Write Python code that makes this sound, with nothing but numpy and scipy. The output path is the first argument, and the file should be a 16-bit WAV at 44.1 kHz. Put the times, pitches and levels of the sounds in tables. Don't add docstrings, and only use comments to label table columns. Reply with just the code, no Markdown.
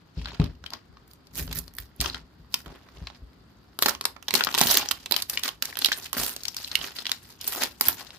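import sys
import numpy as np
from scipy import signal
from scipy.fft import rfft, irfft, next_fast_len
from scipy.io import wavfile
from scipy.ndimage import uniform_filter1d

SR = 44100
rng = np.random.default_rng(int(sys.argv[2]) if len(sys.argv) > 2 else 0)


def put_to_file(sound):
    columns = np.atleast_2d(sound).T
    safe = np.clip(columns, -1, 1)
    whole_steps = np.round(safe * 32767)
    wavfile.write(sys.argv[1], SR, whole_steps.astype(np.int16))


def boost_factor(decibels):
    exponent = np.asarray(decibels, float) / 20
    return 10 ** exponent


N = 360738

# t/s, left minus right/dB
HANDS = [(0.0, 6), (0.39, -3.5), (0.84, 4), (1.55, -4), (2.32, -2), (6.29, -1), (6.42, 4.5), (6.7, -2),
         (8.18, 4)]
# f/Hz, gain/dB
FILM = [(88, -50), (150, 1.5), (240, 5), (406, -2), (888, 0.5), (1170, 0), (1940, -1.5), (2100, -3.5),
        (4160, -2.5), (8560, -6), (11700, -6), (15100, 3.5), (16000, -32.5)]
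BANDS_HZ = (900, 4200, 12000)


def colour(hz, points):
    f, db = np.transpose(points)
    return boost_factor(np.interp(np.log(hz + 1), np.log(f), db))


def shape(x, points):
    n = x.shape[-1]
    size = next_fast_len(n)
    gain = colour(np.fft.rfftfreq(size, 1 / SR), points)
    return irfft(rfft(x, size) * gain, size)[..., :n]


def unit(x):
    return x / np.sqrt(np.mean(x ** 2))


def curves(rows):
    s, *columns = np.transpose(rows)
    return [np.interp(np.arange(N) / SR, s, c) for c in columns]


def band(x, lo_hz, hi_hz):
    return signal.sosfiltfilt(signal.butter(2, [lo_hz, hi_hz], "band", fs=SR, output="sos"), x)


def walk(rate_hz):
    k = int(SR / rate_hz)
    held = np.repeat(rng.standard_normal(N // k + 1), k)
    return 1.42 * uniform_filter1d(held, k)[:N]


def gestures(rows, rise_db_per_s, fall_db_per_s, rest_db):
    t = np.arange(0, N, 32) / SR
    power = boost_factor(2 * rest_db)
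    for s, hold_s, db in rows:
        rise_db = rise_db_per_s * np.maximum(s - t, 0)
        fall_db = fall_db_per_s * np.maximum(t - s - hold_s, 0)
        power = power + boost_factor(2 * (db - rise_db - fall_db))
    return np.interp(np.arange(N) / SR, t, 10 * np.log10(power))


def ports(pan_db):
    return boost_factor(np.array([pan_db, -pan_db]) / 2)


def table(force):
    # f/Hz, level/dB, t60/s
    modes = [(60, -3.5, 0.25), (77.6, -3, 0.19), (106.3, -7, 0.19), (159.6, 2.5, 0.079), (252, -4, 0.11),
             (298.6, -12.5, 0.19), (403, -8, 0.05), (540, -21.5, 0.065), (665, -49, 0.054)]
    out = 0
    for hz, db, t60_s in modes:
        pole = np.exp(2j * np.pi * hz / SR - np.log(1000) / (t60_s * SR))
        out = out + boost_factor(db) * signal.lfilter([1], [1, -pole], force).imag
    return out


def room_tone(level_db=-58, alike_hz=500.):
    # f/Hz, gain/dB
    hush = [(15, -32.5), (25, -27.5), (65, 2), (118, -1), (288, -5.5), (584, -18), (1360, -18),
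            (2530, -29.5), (4730, -25.5), (5720, -39.5), (8830, -44.5), (10400, -111.5), (11900, -41),
            (15200, -101), (16500, -49)]
    mid, side = shape(rng.standard_normal((2, N)), hush)
    side = signal.lfilter(*signal.butter(1, alike_hz, "high", fs=SR), side)
    both = np.array([mid + side, mid - side]) / mid.std()
    return boost_factor(level_db) * both * boost_factor(0.55 * walk(6.0))


def drag(rise_db_per_s=310, fall_db_per_s=111, arms_db=-63.5):
    # start t/s, hold/s, level/dB
    drags = [(.22, 0.11, -44.5), (.45, 0.063, -42), (.9, 0.12, -57), (1.37, 0.066, -33), (1.56, 0.032, -38),
             (2.07, 0.064, -43), (2.5, 0.14, -57), (2.96, 0.036, -50), (3.35, 0.028, -52)]
    level_db = gestures(drags, rise_db_per_s, fall_db_per_s, arms_db)
    rub = signal.lfilter([1], [1, -.97], rng.standard_normal(N))
    force = rub * boost_factor(2.5 * walk(25))
    return boost_factor(level_db) * unit(table(force))


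def rustle(per_s=1400.0, spread_db=4.0, smear_ms=1.43, rub=0.15, own=0.98):
    # start t/s, hold/s, level/dB, dull part over it/dB, sizzle over it/dB
    tugs = [(0.166, 0.083, -55.5, -9, -26), (0.267, 0.089, -49, -3.5, -33),
            (0.404, 0.062, -50.5, -0.5, -32), (0.657, .03, -64, -1, -16), (0.731, 0.012, -48.5, 1.5, -25),
            (1.09, .04, -70.5, -25, -1), (1.369, 0.027, -43, -5, 1.5), (1.505, 0.026, -53.5, -3, -23),
            (1.558, 0.021, -45, -4, -1), (1.79, 0.011, -52, -9, -5.5), (2.02, 0.036, -36.5, -5, -14),
            (2.075, 0.087, -48, -3, -29), (2.532, .06, -55.5, -5, -3.5), (2.666, 0.045, -57, 7, -19),
            (2.74, 0.3, -67, 6, -15.5), (2.973, 0.17, -59, -9.5, -30), (3.823, 0.044, -44.5, -11, 1),
            (3.871, 0.021, -38, 1, -14), (4.046, 0.033, -56.5, 5.5, -9), (4.245, 0.039, -61.5, -8, -11),
            (4.347, 0.046, -35, -6, -12), (4.434, 0.081, -44.5, -4.5, -9), (4.58, 0.095, -31, -9.5, -7.5),
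            (4.697, 0.017, -21, -9, -3.5), (4.748, 0.072, -33, -8.5, -21), (4.817, 0.21, -52, -9, -13),
            (5.114, 0.092, -45, -5, -6.5), (5.3, 0.078, -45, -8.5, -6), (5.446, 0.015, -32.5, -7.5, -14),
            (5.64, 0.061, -47, -7, -9), (5.794, 0.1, -39.5, -12.5, -13), (5.945, .12, -45.5, -9, -8),
            (6.149, 0.0046, -41, -3, -11), (6.182, 0.079, -33, -6, -1.5), (6.31, 0.21, -53, -10, -9),
            (6.568, 0.11, -44.5, -14, -11.5), (6.73, 0.15, -43.5, -8.5, -12.5),
            (6.88, 0.052, -52.5, -3, -14), (6.958, 0.19, -44.5, -10, -14), (7.22, 0.1, -54.5, -10, -8.5),
            (7.415, .04, -47, -12, -18), (7.471, 0.11, -40.5, -5.5, 0), (7.548, 0.028, -48.5, 5, 0),
            (7.613, 0.012, -28.5, -7, -8.5), (7.824, 0.054, -35.5, -10, -3.5),
            (7.868, 0.011, -33.5, -3.5, -10), (7.977, 0.032, -47, -2.5, -8.5), (8.048, 0.1, -53, -6, -14)]
    edges_hz = (220, 600, 1300, 2300, 3600, 5500, 7500, 10000, 13000, 17000)
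    rise_db_per_s, fall_db_per_s, rest_db = 793.5, 294, -75.5
    bunch_db, patchy_db = 1.5, 3.

    s, hold_s, db, dull_over_db, sizzle_over_db = np.transpose(tugs)

    def level(over_db, rest_over_db):
        rows = zip(s, hold_s, db + over_db)
        return gestures(rows, rise_db_per_s, fall_db_per_s, rest_db + rest_over_db)

    level_db, dull_db, sizzle_db = level(0, 0), level(dull_over_db, 3.), level(sizzle_over_db, -11.)

    crease_db = spread_db * np.minimum(rng.exponential(size=N), 3)
    creases = (rng.random(N) < per_s / SR) * boost_factor(crease_db)
    swarm = unit(signal.lfilter([1], [1, -np.exp(-1000 / (smear_ms * SR))], creases))
    noise = rng.standard_normal((3, N)) * (swarm + rub) * boost_factor(bunch_db * walk(40))
    shared, apart = shape(noise[0], FILM), shape(noise[1:], FILM)

    out = 0
    for lo, hi in zip(edges_hz, edges_hz[1:]):
        hz = np.sqrt(lo * hi)
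        dull, middle, sizzle = (np.interp(np.log(hz), np.log(BANDS_HZ), k) for k in np.eye(3))
        share = np.clip(own * min(hz / 3000, 1), 0, 1)
        patch = band(np.sqrt(1 - share ** 2) * shared + share * apart, lo, hi)
        patch_db = dull * dull_db + middle * level_db + sizzle * sizzle_db + patchy_db * walk(130)
        out = out + patch * boost_factor(patch_db)
    reference = band(shared, *edges_hz[3:7:3]).std()
    return out / reference * ports(curves(HANDS)[0])


def thuds():
    # t/s, peak level/dB, contact/ms
    contacts = [(0.171, -18.5, 5.1), (0.397, -4.5, 1.95), (0.922, -47, 2.2), (1.793, -31.5, 7.5),
                (1.997, -20, 2.9), (2.398, -38, 4.5), (2.661, -34, 0.86), (2.703, -40, 1.5),
                (3.016, -25.5, 4.3), (3.217, -31.5, 9.4), (3.843, -38, 1.9), (4.561, -42, 1.9),
                (4.688, -33.5, 2), (6.183, -32.5, 0.5), (6.786, -38.5, 1.8), (7.865, -35.5, 1.7)]
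    out = np.zeros(N + SR)
    ms = 1000 * np.arange(SR // 2) / SR
    for s, db, contact_ms in contacts:
        push = np.sin(np.pi * np.clip(ms / max(contact_ms, .5), 0, 1))
        settling = 1.5 * rng.standard_normal(len(ms)) * np.exp(-ms / 25)
        ring = table(push + settling)
        at = int(s * SR)
        out[at:at + len(ms)] -= ring * boost_factor(db) / np.abs(ring).max()
    return out[:N]


def snaps(decay_ms=2.68, rise_ms=0.18, own=0.74, lag_ms=0.058, bumps_db=3.5, fine=0.016, size=2048):
    # t/s, peak level of the middle/dB, dull over middle/dB, sizzle over middle/dB, ring f/Hz
    creases = [(0.2157, -35.5, -7, -34, 2670), (0.246, -28, -19, -36, 4840),
               (0.2573, -20.5, -14, -31, 4000), (0.2722, -33, -11, -32, 1350), (0.285, -30, -19, -33, 1500),
               (0.306, -33, -19, -35, 3970), (0.3456, -33, -15, -32, 1540), (0.399, -24.5, -19, -29, 4260),
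               (0.417, -31, -13.5, -34, 1230), (0.441, -24, -23, -29, 1220),
               (0.6402, -32.5, -13.5, -29, 1410), (0.662, -23.5, -24.5, -27, 3160),
               (0.7043, -28, -25, -17, 4900), (0.7348, -22, -14, -14, 5600), (0.9705, -40.5, -8, -34, 1230),
               (1.0774, -52, -13, 5, 1350), (1.112, -40, -41, -2, 4660), (1.134, -45, -25, 0, 4640),
               (1.27, -43.5, -24, -9, 4730), (1.3478, -34, -30, -11, 6660), (1.3546, -31, -23, -8, 4620),
               (1.3964, -34, -18, -1, 4970), (1.477, -30.5, -3.5, -23, 4760),
               (1.512, -27.5, -9, -12.5, 3120), (1.5276, -22, -24, -8, 4600), (1.5569, -35, -17, 5, 4550),
               (1.587, -22, -35, 5, 4240), (1.6795, -30, -15, -7, 4260), (1.7379, -42, -15, 9, 5270),
               (1.7848, -22.5, -22, -7.5, 1780), (2.0037, -8.5, -24, -9, 4500),
               (2.0117, -12, -18, -2, 4700), (2.0432, -24.5, -11, -23, 3080),
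               (2.0595, -19, -18, -19.5, 1210), (2.0988, -19.5, -34, -39.5, 4380),
               (2.145, -21, -13, -24, 1300), (2.5415, -7, -15.5, -4, 5250), (2.6605, -34.5, -5, -18, 1340),
               (2.887, -44.5, -17, -47, 1220), (3.0708, -22.5, -17, -31, 1680),
               (3.101, -35, -12, -33, 1680), (3.1482, -42, -25.5, -38.5, 1860), (3.7893, -15, -11, 3, 1625),
               (3.8232, -6, -11, -2, 4100), (3.8323, -12.5, -21, -11, 3700), (3.8596, -3.5, -13, -10, 6150),
               (3.8836, -12.5, -13.5, -11, 1320), (3.8928, -9.5, -21.5, -6, 1320),
               (3.9498, -22.5, -32, -34, 1360), (4.0111, -14.5, -17, -15, 5600),
               (4.0406, -25.5, 1.5, -9, 4700), (4.0532, -8, -17, -4, 3460), (4.1639, -37.5, -11, -28, 1350),
               (4.2262, -34, -18.5, -19, 1330), (4.2825, -15, -18, -21, 4160),
               (4.2868, -20, -14, -17, 6260), (4.3071, -14.5, -20, -12.5, 2230),
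               (4.3391, -7.5, -15.5, -11, 2900), (4.352, -5, -19, -12, 4220), (4.3614, -17, -20, -3, 5350),
               (4.3744, -18, -18, -3, 4170), (4.4077, -10.5, -14.5, -24, 1410),
               (4.4377, -7.5, -22, -14, 4540), (4.4471, -15.5, -29, -2, 4740),
               (4.4706, -17.5, -20, -41, 1520), (4.4887, -19.5, -11, -14.5, 1280),
               (4.5261, -24, -24.5, -27, 4150), (4.5423, -11.5, -10, -15, 4770),
               (4.5485, -10.5, -11, -22, 3620), (4.5778, -11, -7, -7, 2430), (4.5845, -8.5, -21, -6, 3800),
               (4.6065, -8, -19.5, -5, 3990), (4.613, 0.5, -12.5, -3, 6100), (4.6271, -16, -10, -15, 3840),
               (4.6345, -11.5, -10.5, -2, 3570), (4.6705, -13, -24, -11, 4200),
               (4.6944, -15, -21, -17, 5010), (4.702, -8, -13, -13, 5070), (4.7518, -9.5, -28, -15, 4300),
               (4.7714, -1.5, -21, -7.5, 3360), (4.8276, -25, -3, -20, 3460), (4.8588, -22, -8, -22, 4440),
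               (4.8875, -11.5, -26.5, -11, 5140), (4.9108, -8.5, -15, -7, 4480),
               (5.0595, -20.5, -13, -10.5, 3730), (5.1112, -13.5, -9, -6, 4260),
               (5.1216, -7, -14, -5, 4100), (5.141, -9.5, -22, -25, 2860), (5.1636, -7.5, -15, -7.5, 3000),
               (5.1877, -23.5, -17, -14, 4610), (5.2014, -25, -17, -9, 3870),
               (5.2217, -13.5, -30, -3.5, 4420), (5.2973, -12.5, -21.5, 6, 4600),
               (5.3738, -10, -24, -29, 3100), (5.393, -22.5, -21, -5.5, 3280),
               (5.435, -13.5, -28, -10, 3650), (5.4505, -22, -17, -17, 4180), (5.479, -14, -24, -16, 1670),
               (5.4895, -16, -16, -11, 3040), (5.6237, -10.5, -19.5, -6.5, 4630),
               (5.6542, -14.5, -26.5, -12, 4370), (5.7263, -33, -14, -20, 1630),
               (5.7553, -21.5, -15, -23, 2990), (5.7706, -21.5, -16, -12, 1960),
               (5.789, -18, -27, -2, 3910), (5.816, -20, -21, -8, 4170), (5.8201, -15, -16.5, -11, 3920),
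               (5.8462, -2, -25, -11, 4270), (5.8584, -4.5, -26.5, -16, 3900),
               (5.8861, -19, -10, -23, 1650), (5.9181, -12, -20, -17, 1710),
               (5.9274, -10.5, -30, -21.5, 4160), (6.13, -17, -10.5, 1, 1210),
               (6.1672, -25.5, -0.5, -7, 1530), (6.1806, -18.5, -2, -1, 4580), (6.2464, -20, -24, -2, 5150),
               (6.2637, -20, -19, 5, 3800), (6.3636, -17.5, -15.5, -9, 3930), (6.4343, -22, -32, -10, 6080),
               (6.4531, -18.5, -31, -14, 4700), (6.4818, -15, -28, -11, 4930),
               (6.5447, -27, -21, -15, 3040), (6.566, -15.5, -25, -5, 5100),
               (6.6447, -18.5, -45, -35, 4100), (6.715, -17.5, -18, -17, 4570),
               (6.754, -2.5, -34.5, -21.5, 2850), (6.8131, -21, -17, -46, 3180),
               (6.843, -21.5, -17, -23, 2790), (6.8648, -26.5, -20, -12, 3340),
               (6.9648, -24, -17, -3, 5100), (6.9864, -21.5, -29, -28.5, 5030),
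               (7.0208, -30, -12, -15, 3750), (7.0549, -15, -27, -33, 3080),
               (7.0669, -11, -32, -31.5, 3230), (7.0935, -21.5, -15, -13, 3330),
               (7.1166, -4.5, -30.5, -13, 4060), (7.412, -25, -37, -9, 3040),
               (7.4428, -24.5, -12.5, 2, 4700), (7.4773, -21.5, -23, 13, 4400),
               (7.6031, -30, -19, -7, 4840), (7.6169, -26.5, -16, 0, 1190), (7.635, -10, -8.5, 6, 1970),
               (7.81, -5, -10.5, 1.5, 4560), (7.884, -12, -9, 13.5, 4970), (8.0257, -37, -12, -14, 5400),
               (8.0685, -35, -24, -24, 3980), (8.1052, -28, -23, -34, 2200)]
    # t/s, peak level of the sizzle band/dB
    fingertips = [(1.4274, -28), (1.4975, -50), (1.551, -21.5), (1.5676, -22), (1.575, -19.5),
                  (1.751, -24.5), (1.7674, -31), (1.8018, -33), (1.8114, -31), (1.9624, -37), (7.4325, -28),
                  (7.4864, -15), (7.5004, -26), (7.5124, -24)]
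    widths_hz = (700, 7000, 5500)
    tip_sizzle_db, tip_dull_db, tip_ring_hz = 17.5, -20, 4530
    tick, ring = 2., 1.3
    scatter_db = 6.5
    thin_hz, thin_db = 250., -9.

    out = np.zeros((2, N + size))
    ms, hz = 1000 * np.arange(size) / SR, np.fft.rfftfreq(size, 1 / SR)
    middle = (hz > 2000) & (hz < 9000)
    tips = [(s, db - tip_sizzle_db, tip_dull_db, tip_sizzle_db, tip_ring_hz) for s, db in fingertips]
    hands_db = curves(HANDS)[0]
    per_hz_db = 10 * np.log10(widths_hz[1] / np.array(widths_hz))
    apart = np.clip(own * hz / 3500, 0, min(own, 1))

    for s, db, dull_db, sizzle_db, ring_hz in creases + tips:
        noise = rng.standard_normal((3, size))
        bumps = rng.standard_normal(13)
        length_chance, lag_chance, pan_chance = rng.standard_normal(3)

        jerks = boost_factor(3.76 * np.repeat(rng.standard_normal(size // 16), 16))
        length_ms = decay_ms * np.exp(0.3 * length_chance - fine * max(sizzle_db, 0))
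        fade = np.exp(-ms / length_ms) * jerks + tick * np.exp(-ms / 0.17)
        fade *= 1 - np.exp(-ms / rise_ms)

        bands_db = per_hz_db + (dull_db, 0, sizzle_db)
        gain = colour(hz, list(zip(BANDS_HZ, bands_db))) * colour(hz, FILM)
        gain *= colour(hz, [(thin_hz, thin_db), (BANDS_HZ[0], 0)])
        bumps_at = np.log(np.geomspace(300, 16000, num=13))
        gain *= boost_factor(bumps_db * np.interp(np.log(hz + 1), bumps_at, bumps))
        gain = gain * (1 + ring / (1 + 1j * (hz - ring_hz) / (.1 * ring_hz)))

        direct, bounces = rfft(noise[0] * fade), rfft(noise[1:] * fade)
        both = gain * (np.sqrt(1 - apart ** 2) * direct + apart * bounces)
        peak = np.abs(irfft(both * middle)).max()
        both[0] *= np.exp(-2j * np.pi * hz * (lag_ms + 0.043 * lag_chance) / 1000)

        pan_db = hands_db[int(s * SR)] + scatter_db * pan_chance
        at = int(s * SR) - 64
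        burst = np.roll(irfft(both), 64, axis=1)
        out[:, at:at + size] += burst * ports(pan_db)[:, None] * boost_factor(db) / peak
    return out[:, :N]


def echo(x, level_db=-13.5, t60_s=0.18):
    t = np.arange(SR // 2) / SR
    tail = rng.standard_normal((2, len(t))) * boost_factor(-60 * t / t60_s) * np.clip(t / 0.0052, 0, 1)
    tail = shape(tail, [(90, -8), (250, 13.0), (1500, 5.0), (6000, -0.5), (16000, -2.0)])
    tail = tail / np.sqrt(np.sum(tail[0] ** 2))
    return boost_factor(level_db) * signal.fftconvolve(x, tail, axes=1)[:, :N]


def scene():
    film = snaps() + rustle()
    wood = (thuds() + drag()) * ports(1.)[:, None]
    near = film + wood + echo(film + 0.68 * wood)
    bass_cut = signal.butter(4, 46., "high", fs=SR, output="sos")
    return signal.sosfilt(bass_cut, near) + room_tone()


def low_pass(x):
    return signal.sosfilt(signal.butter(12, 16960, fs=SR, output="sos"), x)


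def record(dry, top_hz=16000, drive=1.15):
    # f/Hz, width/Hz, level/dB
    resonances = [(5070, 790, -11.5), (11570, 680, 9)]
    x = np.array([shape(dry[0], [(7000, 1.14), (13000, -6.5)]), dry[1]])
    for hz, width_hz, db in resonances:
        x = x + boost_factor(db) * signal.lfilter(*signal.iirpeak(hz, hz / width_hz, fs=SR), x)
    rounded = np.tanh(drive * x) / drive
    top_cut = signal.ellip(8, .2, 40, top_hz, fs=SR, output="sos")
    mix = signal.sosfilt(top_cut, rounded)
    return low_pass(mix)


dry = scene()
out = record(dry)
put_to_file(out)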